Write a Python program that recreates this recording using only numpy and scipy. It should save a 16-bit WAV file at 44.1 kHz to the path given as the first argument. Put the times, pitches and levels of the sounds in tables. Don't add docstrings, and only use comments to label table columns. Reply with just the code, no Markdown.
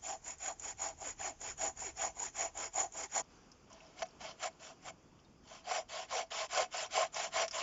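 import sys
import numpy as np
from scipy import signal
from scipy.fft import rfft, irfft
from scipy.io import wavfile
from scipy.ndimage import uniform_filter1d

SR = 44100
rng = np.random.default_rng(int(sys.argv[2]) if len(sys.argv) > 2 else 0)


def dump_mix(stems):
    frames = np.atleast_2d(stems).T
    limited = np.clip(frames, -1, 1)
    pcm = np.round(limited * 32767).astype(np.int16)
    wavfile.write(sys.argv[1], SR, pcm)


N = 336042
SCENE_CHANGE_S = 3.221

# (pitch [Hz], width [Hz], level on a push [dB], level on a pull [dB])
FAR_BRANCH = [(284.6, 28, -14, -8.5), (461, 184, -15.5, -9.5), (662.4, 40.4, 0.5, 2), (779, 75, 2.5, 3.5),
              (854.3, 120, -3.5, 1), (996, 71, -7, -1.5), (1212, 75, -15, -19.5)]
NEAR_BRANCH = [(422.4, 88, -18, -14.5), (562, 187, -14.5, -10.5), (655, 36, 0, 1), (738, 36, 0, -3),
               (831, 105, -9.5, -6.5), (1060, 57, -8, -4)]
# (pitch [Hz], width [Hz], push level [dB], pull level [dB])
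FAR_FRAME = [(1517, 360, -7, -5), (1875, 61, 2, 1.5), (2193, 128, -4, -3.5), (2640, 270, -3, -3),
             (3246, 264, -10.5, -10), (4430, 83, -6.5, -9), (4800, 250, -11, -8), (5420, 200, -5.5, -4.5),
             (5785, 136, 2, 2), (6230, 15, 4, 3.5), (4130, 22, -10, -11.5)]
NEAR_FRAME = [(1504, 29, -5.5, 1), (1640, 14, -22, -22), (2220, 92, 2.5, -1), (2597, 180, 3, 7.5),
              (3140, 350, -5, 1.5), (4350, 100, -5, -10.5), (4410, 310, -5.5, -9.5), (5394, 210, -6, 1),
              (5745, 48, 5, 8), (6110, 41, -4.5, 1), (3960, 30, -18.5, -17)]
# (frequency [Hz], level [dB])
FAR_KERF = [(530, -24), (900, -11.5), (1730, 1), (2230, -6), (3960, -12), (6290, -5.5), (7080, -27),
            (7550, -17), (7900, -47), (10300, -60), (17400, -120)]
NEAR_KERF = [(530, -29.5), (900, -11), (1050, -16.5), (1190, -4), (2190, -7), (3850, -11.5), (7080, -9),
             (7550, -29), (7900, -52), (10300, -64.5), (17400, -120)]


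def gain_of(db):
    return 10 ** (np.asarray(db) / 20)


def unit_rms(x):
    return x / np.sqrt(np.mean(x ** 2) + 1e-20)


def with_peak(x, db):
    return gain_of(db) * x / abs(x).max()


def add(mix, start_s, sound):
    part = mix[round(start_s * SR):][:len(sound)]
    part += sound[:len(part)]


def level_at(spectrum, hz):
    known_hz, db = np.transpose(spectrum)
    return np.interp(np.log(hz + 1), np.log(known_hz + 1), db)


def equalise(x, spectrum):
    return irfft(rfft(x) * gain_of(level_at(spectrum, np.fft.rfftfreq(N, 1 / SR))), N)


def ring(tones, way):
    t = np.arange(8000) / SR
    out = 0
    for k, (hz, width, *db) in enumerate(tones):
        fade = np.exp(-np.pi * width * t)
        out += (-1) ** k * gain_of(db[way]) * width * fade * np.sin(2 * np.pi * hz * t)
    return out / np.linalg.norm(out)


def shaped_click(spectrum):
    db = np.maximum(level_at(spectrum, abs(np.fft.fftfreq(4096, 1 / SR))), -100)
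    response = np.exp(np.conj(signal.hilbert(np.log(gain_of(db)))))
    click = np.fft.ifft(response).real[:1024]
    return click / np.linalg.norm(click)


def drift(x, db, bins, frames):
    slices = signal.stft(x, nperseg=512, noverlap=384)[2]
    patches = rng.standard_normal(slices.shape[::-1]).T
    for _ in range(2):
        patches = uniform_filter1d(uniform_filter1d(patches, size=bins, axis=0), size=frames, axis=1)
    slices *= gain_of(db * unit_rms(patches))
    return unit_rms(signal.istft(slices, nperseg=512, noverlap=384)[1][:N])


def forest_rustle(far):
    # (frequency [Hz], level [dB])
    far_air = [(20, -24.5), (190, -5.5), (460, -2.5), (540, -11), (780, -4), (1250, -11), (2230, -13.5),
               (3240, -14.5), (3970, -20.5), (5630, -12), (6380, -7), (7060, -8), (8000, -17)]
    near_air = [(20, -34), (200, -16.5), (350, -1), (600, -3.5), (1200, -6), (1900, -15.5), (2600, -13),
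                (3400, -16), (4000, -24), (4800, -13.5), (6000, -15.5), (7060, -15), (8000, -24.5)]
    # (time [s], gain [dB])
    swell = [(3.29, 2.5), (3.32, 6), (3.5, 3), (3.56, 2.5), (4.04, 3), (4.2, 5), (5.0, 1), (5.4, -1),
             (7.6, 1.5)]
    noise = rng.standard_normal(N)
    if far:
        return gain_of(-65) * drift(equalise(noise, far_air), db=0.5, bins=6, frames=16)
    level_db = -68.5 + np.interp(np.arange(N) / SR, *np.transpose(swell))
    return gain_of(level_db) * drift(equalise(noise, near_air), db=1.0, bins=6, frames=16)


def wind():
    # (time [s], low rumble [dB], upper rumble [dB])
    gusts = [(0.0, -64, -69), (0.3, -67, -82), (1.66, -64.5, -69.5), (2.89, -68, -79), (3.33, -71, -66.5),
             (4.63, -75, -67.5), (5.32, -68.5, -64.5), (5.45, -74, -68), (6.39, -71.5, -73.5),
             (7.62, -73, -69.5)]
    lumps_per_s, lump_db = 9, 1.5
    times, low_db, upper_db = np.transpose(gusts)
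    out, t = 0, np.arange(N) / SR
    for db, band_hz in ((low_db, [28, 95]), (upper_db, [115, 300])):
        band = signal.butter(2, band_hz, btype="band", fs=SR, output="sos")
        lumps = np.interp(t * lumps_per_s, np.arange(99), rng.standard_normal(99))
        rumble = unit_rms(signal.sosfilt(band, rng.standard_normal(N)))
        out += gain_of(np.interp(t, times, db) + lump_db * lumps) * rumble
    return out


def bites(per_s, spread_db, tear_db, grip_db):
    size = gain_of(spread_db * np.minimum(rng.exponential(1, N), 4)) * rng.choice([-1., 1.], N)
    hail = unit_rms(size * (rng.random(N) < per_s / SR))
    tearing = gain_of(tear_db) * rng.standard_normal(N)
    grip = unit_rms(uniform_filter1d(uniform_filter1d(rng.standard_normal(N), size=220), size=220))
    return unit_rms((hail + tearing) * gain_of(grip_db * grip))


def teeth():
    heavy = drift(bites(per_s=900, spread_db=3.5, tear_db=0, grip_db=2), db=2.5, bins=2, frames=14)
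    fine = drift(bites(per_s=3000, spread_db=3, tear_db=-1, grip_db=1), db=2.08, bins=5, frames=7)
    edge = drift(bites(per_s=1700, spread_db=0.5, tear_db=-1, grip_db=2.4), db=1.2, bins=3, frames=14)
    return unit_rms(heavy + 0.62 * fine), fine, unit_rms(edge + 0.45 * fine)


def saw_strokes(hails, far):
    # (start [s], length [s], fastest point [0-1], sharpness of the speed
    # peak [exponent], rasp level there [dB], branch over rasp [dB], blade over rasp [dB])
    strokes = [(0.002, 0.2, 0.43, 2.74, -48, 4, 6), (0.177, 0.2, 0.61, 3.3, -51.5, -1.5, 7),
               (0.354, 0.21, 0.53, 3, -47.5, 3.5, 7.5), (0.553, 0.19, 0.69, 1.46, -51, 0, 8),
               (0.749, 0.23, 0.41, 4.3, -45.5, 3, 6.5), (0.945, 0.2, 0.67, 1.54, -51, 1, 7),
               (1.153, 0.21, 0.45, 3.56, -46, 2.5, 4.5), (1.365, 0.19, 0.6, 1.93, -49, -1.5, 4),
               (1.543, 0.21, 0.46, 4, -45, 4.8, 9), (1.747, 0.19, 0.53, 1.64, -50, -2, 5),
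               (1.931, 0.21, 0.46, 3.2, -45, 3, 6), (2.131, 0.18, 0.63, 1.6, -48.6, -0.5, 6.5),
               (2.309, 0.23, 0.45, 3.63, -45.0, 4, 5.5), (2.507, 0.21, 0.57, 3, -46, 0.6, 3.5),
               (2.697, 0.22, 0.45, 4.16, -45, 5.5, 7.5), (2.893, 0.19, 0.63, 1.95, -47.5, 0.5, 4),
               (3.06, 0.16, 0.74, 1.41, -42, -0.5, 6), (3.699, 0.28, 0, 0.48, -64.5, 2, -30),
               (3.93, 0.11, 0.76, 1.1, -51.5, -0.5, -7.5), (4.184, 0.19, 0.36, 2.6, -49, -2, -18),
               (4.33, 0.17, 0.71, 2.6, -41.5, -1.2, -6.9), (4.583, 0.18, 0.4, 2.1, -54, -1.5, -8.5),
               (4.76, 0.15, 0.84, 0.85, -51, 0.5, -4.5), (5.396, 0.25, 0.56, 2.2, -57, -2, -11.5),
               (5.601, 0.25, 0.57, 2.84, -40.5, 3, -10), (5.877, 0.2, 0.44, 1.6, -45.5, 0.3, -10),
               (6.063, 0.2, 0.51, 2.3, -40, 3, -10.5), (6.303, 0.17, 0.44, 0.78, -42, -2, -11),
               (6.469, 0.21, 0.53, 2.3, -35.5, 0.3, -9), (6.691, 0.2, 0.54, 1.95, -41.0, -3, -8.5),
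               (6.877, 0.22, 0.51, 2.44, -36.5, 0.5, -9.5), (7.111, 0.2, 0.49, 1.9, -43.5, 0, -6.5),
               (7.295, 0.19, 0.5, 2.32, -36.5, 2.7, -8.5), (7.499, 0.13, 0.72, 0.67, -40, -1.5, -7.5)]
    # (pitch [Hz], width [Hz], push level [dB], pull level [dB])
    far_blade = [(6864, 160, -4.5, 0), (6770, 71, 0, -6), (7007, 73, -5, -11), (7165, 107, -10.5, -3),
                 (7250, 140, -9.5, -4.5)]
    near_blade = [(7060, 67, -2.5, 6), (7070, 135, -4.5, -4), (7256, 200, -10.5, 1.5)]
    if far:
        branch, frame, blade, kerf = FAR_BRANCH, FAR_FRAME, far_blade, FAR_KERF
        frame_db, branch_rise_db, blade_rise_db = 3.7, (15, -13.5), (0.5, -8)
    else:
        branch, frame, blade, kerf = NEAR_BRANCH, NEAR_FRAME, near_blade, NEAR_KERF
        frame_db, branch_rise_db, blade_rise_db = -0.91, (5.9, 2.5), (0.4, 0.3)
    flatten = (0.59, 1)
    scrape = np.pad(shaped_click(kerf), (0, 8000 - 1024))
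    bodies = []
    for way in (0, 1):
        rasp = scrape + gain_of(frame_db) * ring(frame, way)
        bodies.append((ring(branch, way), rasp / np.linalg.norm(rasp), ring(blade, way)))
    out = np.zeros(N)
    for k, (start, length, fastest, sharpness, rasp_db, branch_db, blade_db) in enumerate(strokes):
        if (start < SCENE_CHANGE_S) != far:
            continue
        way = k % 2
        span = np.arange(round(start * SR), min(round((start + length) * SR), N))
        progress = (span - span[0]) / (length * SR)
        skew = np.log(0.5) / np.log(np.clip(fastest, 0.1, 0.9))
        speed = np.sin(np.pi * progress ** skew) ** sharpness
        loudness = gain_of(rasp_db) * np.tanh(flatten[way] * speed) / np.tanh(flatten[way])
        branch_db += branch_rise_db[way] * (progress - 0.5)
        blade_db += blade_rise_db[way] * (progress - 0.5)
        for hail, db, body in zip(hails, (branch_db, 0, blade_db), bodies[way]):
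            add(out, start, signal.fftconvolve(hail[span] * loudness * gain_of(db), body))
    return out


def tree_echo(x):
    delay_s, fade_s, echo_db = 0.004, 0.17, -19.5
    t = np.arange(8000) / SR
    tail = rng.standard_normal(8000) * gain_of(-60 * t / fade_s) * (t > delay_s)
    return x + gain_of(echo_db) * signal.fftconvolve(x, tail / np.linalg.norm(tail))[:N]


def ticks_and_crackles():
    # (time [s], ring peak [dB], pitch [Hz], click over ring [dB])
    ticks = [(0.0313, -53, 7310, -31), (0.28, -35, 7040, -17), (0.3835, -44, 7320, -22),
             (0.596, -34.5, 6850, -12), (1.0154, -38, 6890, -29), (1.4138, -33.5, 6800, -11),
             (1.578, -42, 7120, -8), (1.774, -43, 6900, -14), (1.9733, -43, 6900, -28),
             (2.3637, -33.5, 6950, -29), (2.574, -29.5, 6900, -16), (2.7392, -57.5, 6990, -17),
             (2.9218, -41, 6990, -12), (2.975, -34.5, 6880, -23), (3.516, -49, 5370, -20),
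             (3.7273, -49.5, 6100, -15), (3.804, -51, 2600, -10), (3.8644, -56, 5280, -18),
             (3.9893, -49, 2930, -17), (4.0684, -53, 7030, -19), (4.0856, -55, 5550, -19),
             (4.8254, -57, 5630, -4), (5.19, -62, 2970, -15), (5.1976, -62, 5260, -17),
             (5.895, -46, 3120, -20), (6.0995, -50, 2800, -25), (6.317, -39, 3290, -24),
             (6.9117, -49, 7360, -15), (7.1435, -33.5, 5730, -10), (7.4799, -35, 5480, 0.5),
             (7.51, -31.5, 5420, -6.5)]
    crackle_count, crackle_db, spread_db, crackle_hz = 40, -62, 3, (2800, 7100)
    attack_s, fade_s = 0.00048, 0.042
    crackles = []
    for when, pitch, size in rng.random((crackle_count, 3)):
        db = crackle_db + spread_db * (2 * size - 1)
        crackles.append((when * N / SR, db, np.interp(pitch, (0, 1), crackle_hz), -19))
    out, t = np.zeros(N), np.arange(3000) / SR
    wide_band = signal.butter(2, [900, 7000], btype="band", fs=SR, output="sos")
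    for start, db, hz, click_db in crackles + ticks:
        puff = rng.standard_normal(len(t)) * gain_of(-60 * t / fade_s) * np.minimum(t / attack_s, 1)
        narrow_band = signal.iirpeak(hz, Q=4, fs=SR)
        ringing = signal.lfilter(*narrow_band, signal.lfilter(*narrow_band, puff))
        click = signal.sosfilt(wide_band, puff)
        add(out, start, with_peak(ringing, db) + with_peak(click, db + click_db))
    return out


def jams():
    # (time [s], branch peak [dB], rattle over branch [dB])
    catches = [(.099, -42, -14.5), (.792, -47, -10), (.838, -36, -9), (1.016, -41, -6), (1.199, -41.5, -16),
               (1.41, -47.5, -6), (1.611, -37.5, -0.5), (2.02, -48, 0), (2.046, -33, -13.5),
               (2.168, -44, -8), (2.365, -43.5, -4), (2.778, -32.5, -4.5), (2.949, -42, -13),
               (3.157, -32.5, -7.5), (4.02, -30, -1.6), (4.053, -59, 7), (4.205, -46.5, 2), (4.432, -40, 5),
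               (4.878, -43, 2), (5.71, -28.5, -5.5), (5.988, -38, -5), (6.125, -32, -10), (6.316, -39, -7),
               (6.573, -25, -4), (6.742, -34, -1), (6.975, -22.5, -24), (7.004, -27.5, -9),
               (7.163, -33, 1.5), (7.196, -35.5, 1), (7.243, -37, 3), (7.362, -28.5, -16),
               (7.418, -29.5, -1)]
    out, judder_s = np.zeros(N), 0.012
    for start, db, rattle_db in catches:
        if start < SCENE_CHANGE_S:
            branch, frame, kerf = FAR_BRANCH, FAR_FRAME, FAR_KERF
        else:
            branch, frame, kerf = NEAR_BRANCH, NEAR_FRAME, NEAR_KERF
        judder = rng.standard_normal(2000) * (np.arange(2000) < judder_s * SR)
        rattle = ring(frame, way=0)
        add(rattle, 0, 1.1 * shaped_click(kerf))
        add(out, start, with_peak(signal.fftconvolve(judder, rattle), db + rattle_db))
        blow = np.append(32.0, judder[1:])
        add(out, start, with_peak(signal.fftconvolve(blow, ring(branch, way=0)), db))
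    return out


def groans():
    # (time [s], starting pitch [Hz], level [dB])
    tones = [(0.621, 564, -64.5), (1.02, 708, -52), (1.238, 454, -54.5), (1.449, 526, -58.5),
             (1.62, 620, -51.5), (1.831, 512, -51.5), (2.201, 519, -56.5), (2.62, 526, -59),
             (2.791, 513, -54.5), (2.99, 561, -53.5), (5.72, 572, -56), (6.109, 590, -43),
             (6.56, 604, -39.5), (6.95, 596, -49), (7.36, 612, -49)]
    length_s, far_end_ratio, near_end_ratio = 0.086, 0.57, 0.78
    out, progress = np.zeros(N), np.arange(0, 1, 1 / (length_s * SR))
    for start, first_hz, db in tones:
        end_ratio = far_end_ratio if start < SCENE_CHANGE_S else near_end_ratio
        hz = first_hz * (1 - (1 - end_ratio) * progress)
        waver, flutter = (unit_rms(uniform_filter1d(noise, size=300))[:len(progress)]
                          for noise in rng.standard_normal((2, 8000)))
        phase = 2 * np.pi * np.cumsum(hz * (1 + 0.047 * waver)) / SR
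        loudness = gain_of(db + 0.43 * flutter) * np.sin(np.pi * progress)
        add(out, start, loudness * (np.sin(phase) + 0.18 * np.sin(2 * phase)))
    return out


def whistle():
    start_s, hz, length_s, db = 5.241, 3700, 0.03, -71
    out, t = np.zeros(N), np.arange(0, length_s, 1 / SR)
    add(out, start_s, gain_of(db) * np.sin(2 * np.pi * hz * t) * np.sin(np.pi * t / length_s))
    return out


def scene():
    t = np.arange(N) / SR
    short_sounds = ticks_and_crackles() + groans() + jams()
    hails = teeth()
    far = tree_echo(saw_strokes(hails, far=True) + short_sounds)
    far += forest_rustle(far=True)
    near = tree_echo(saw_strokes(hails, far=False) + short_sounds * (t > SCENE_CHANGE_S))
    near += forest_rustle(far=False)
    mix = np.where(t < SCENE_CHANGE_S, far, near) + whistle() + wind()
    return np.array([mix, mix])


def record(dry):
    # (frequency [Hz], gain [dB])
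    microphone = [(7400, 0), (7700, -15), (8000, -40), (8300, -39.5)]
    cutoff_hz, hiss_db, hiss_cutoff_hz = 8300, -100, 15800
    low_pass = signal.firwin(511, cutoff_hz, window=("kaiser", 9), fs=SR)
    dulled = signal.oaconvolve(equalise(dry, microphone), low_pass[None], "same")
    hiss = gain_of(hiss_db) * rng.standard_normal(N)
    return dulled + signal.oaconvolve(hiss, signal.firwin(255, hiss_cutoff_hz, fs=SR), "same")


dry = scene()
out = record(dry)
dump_mix(out)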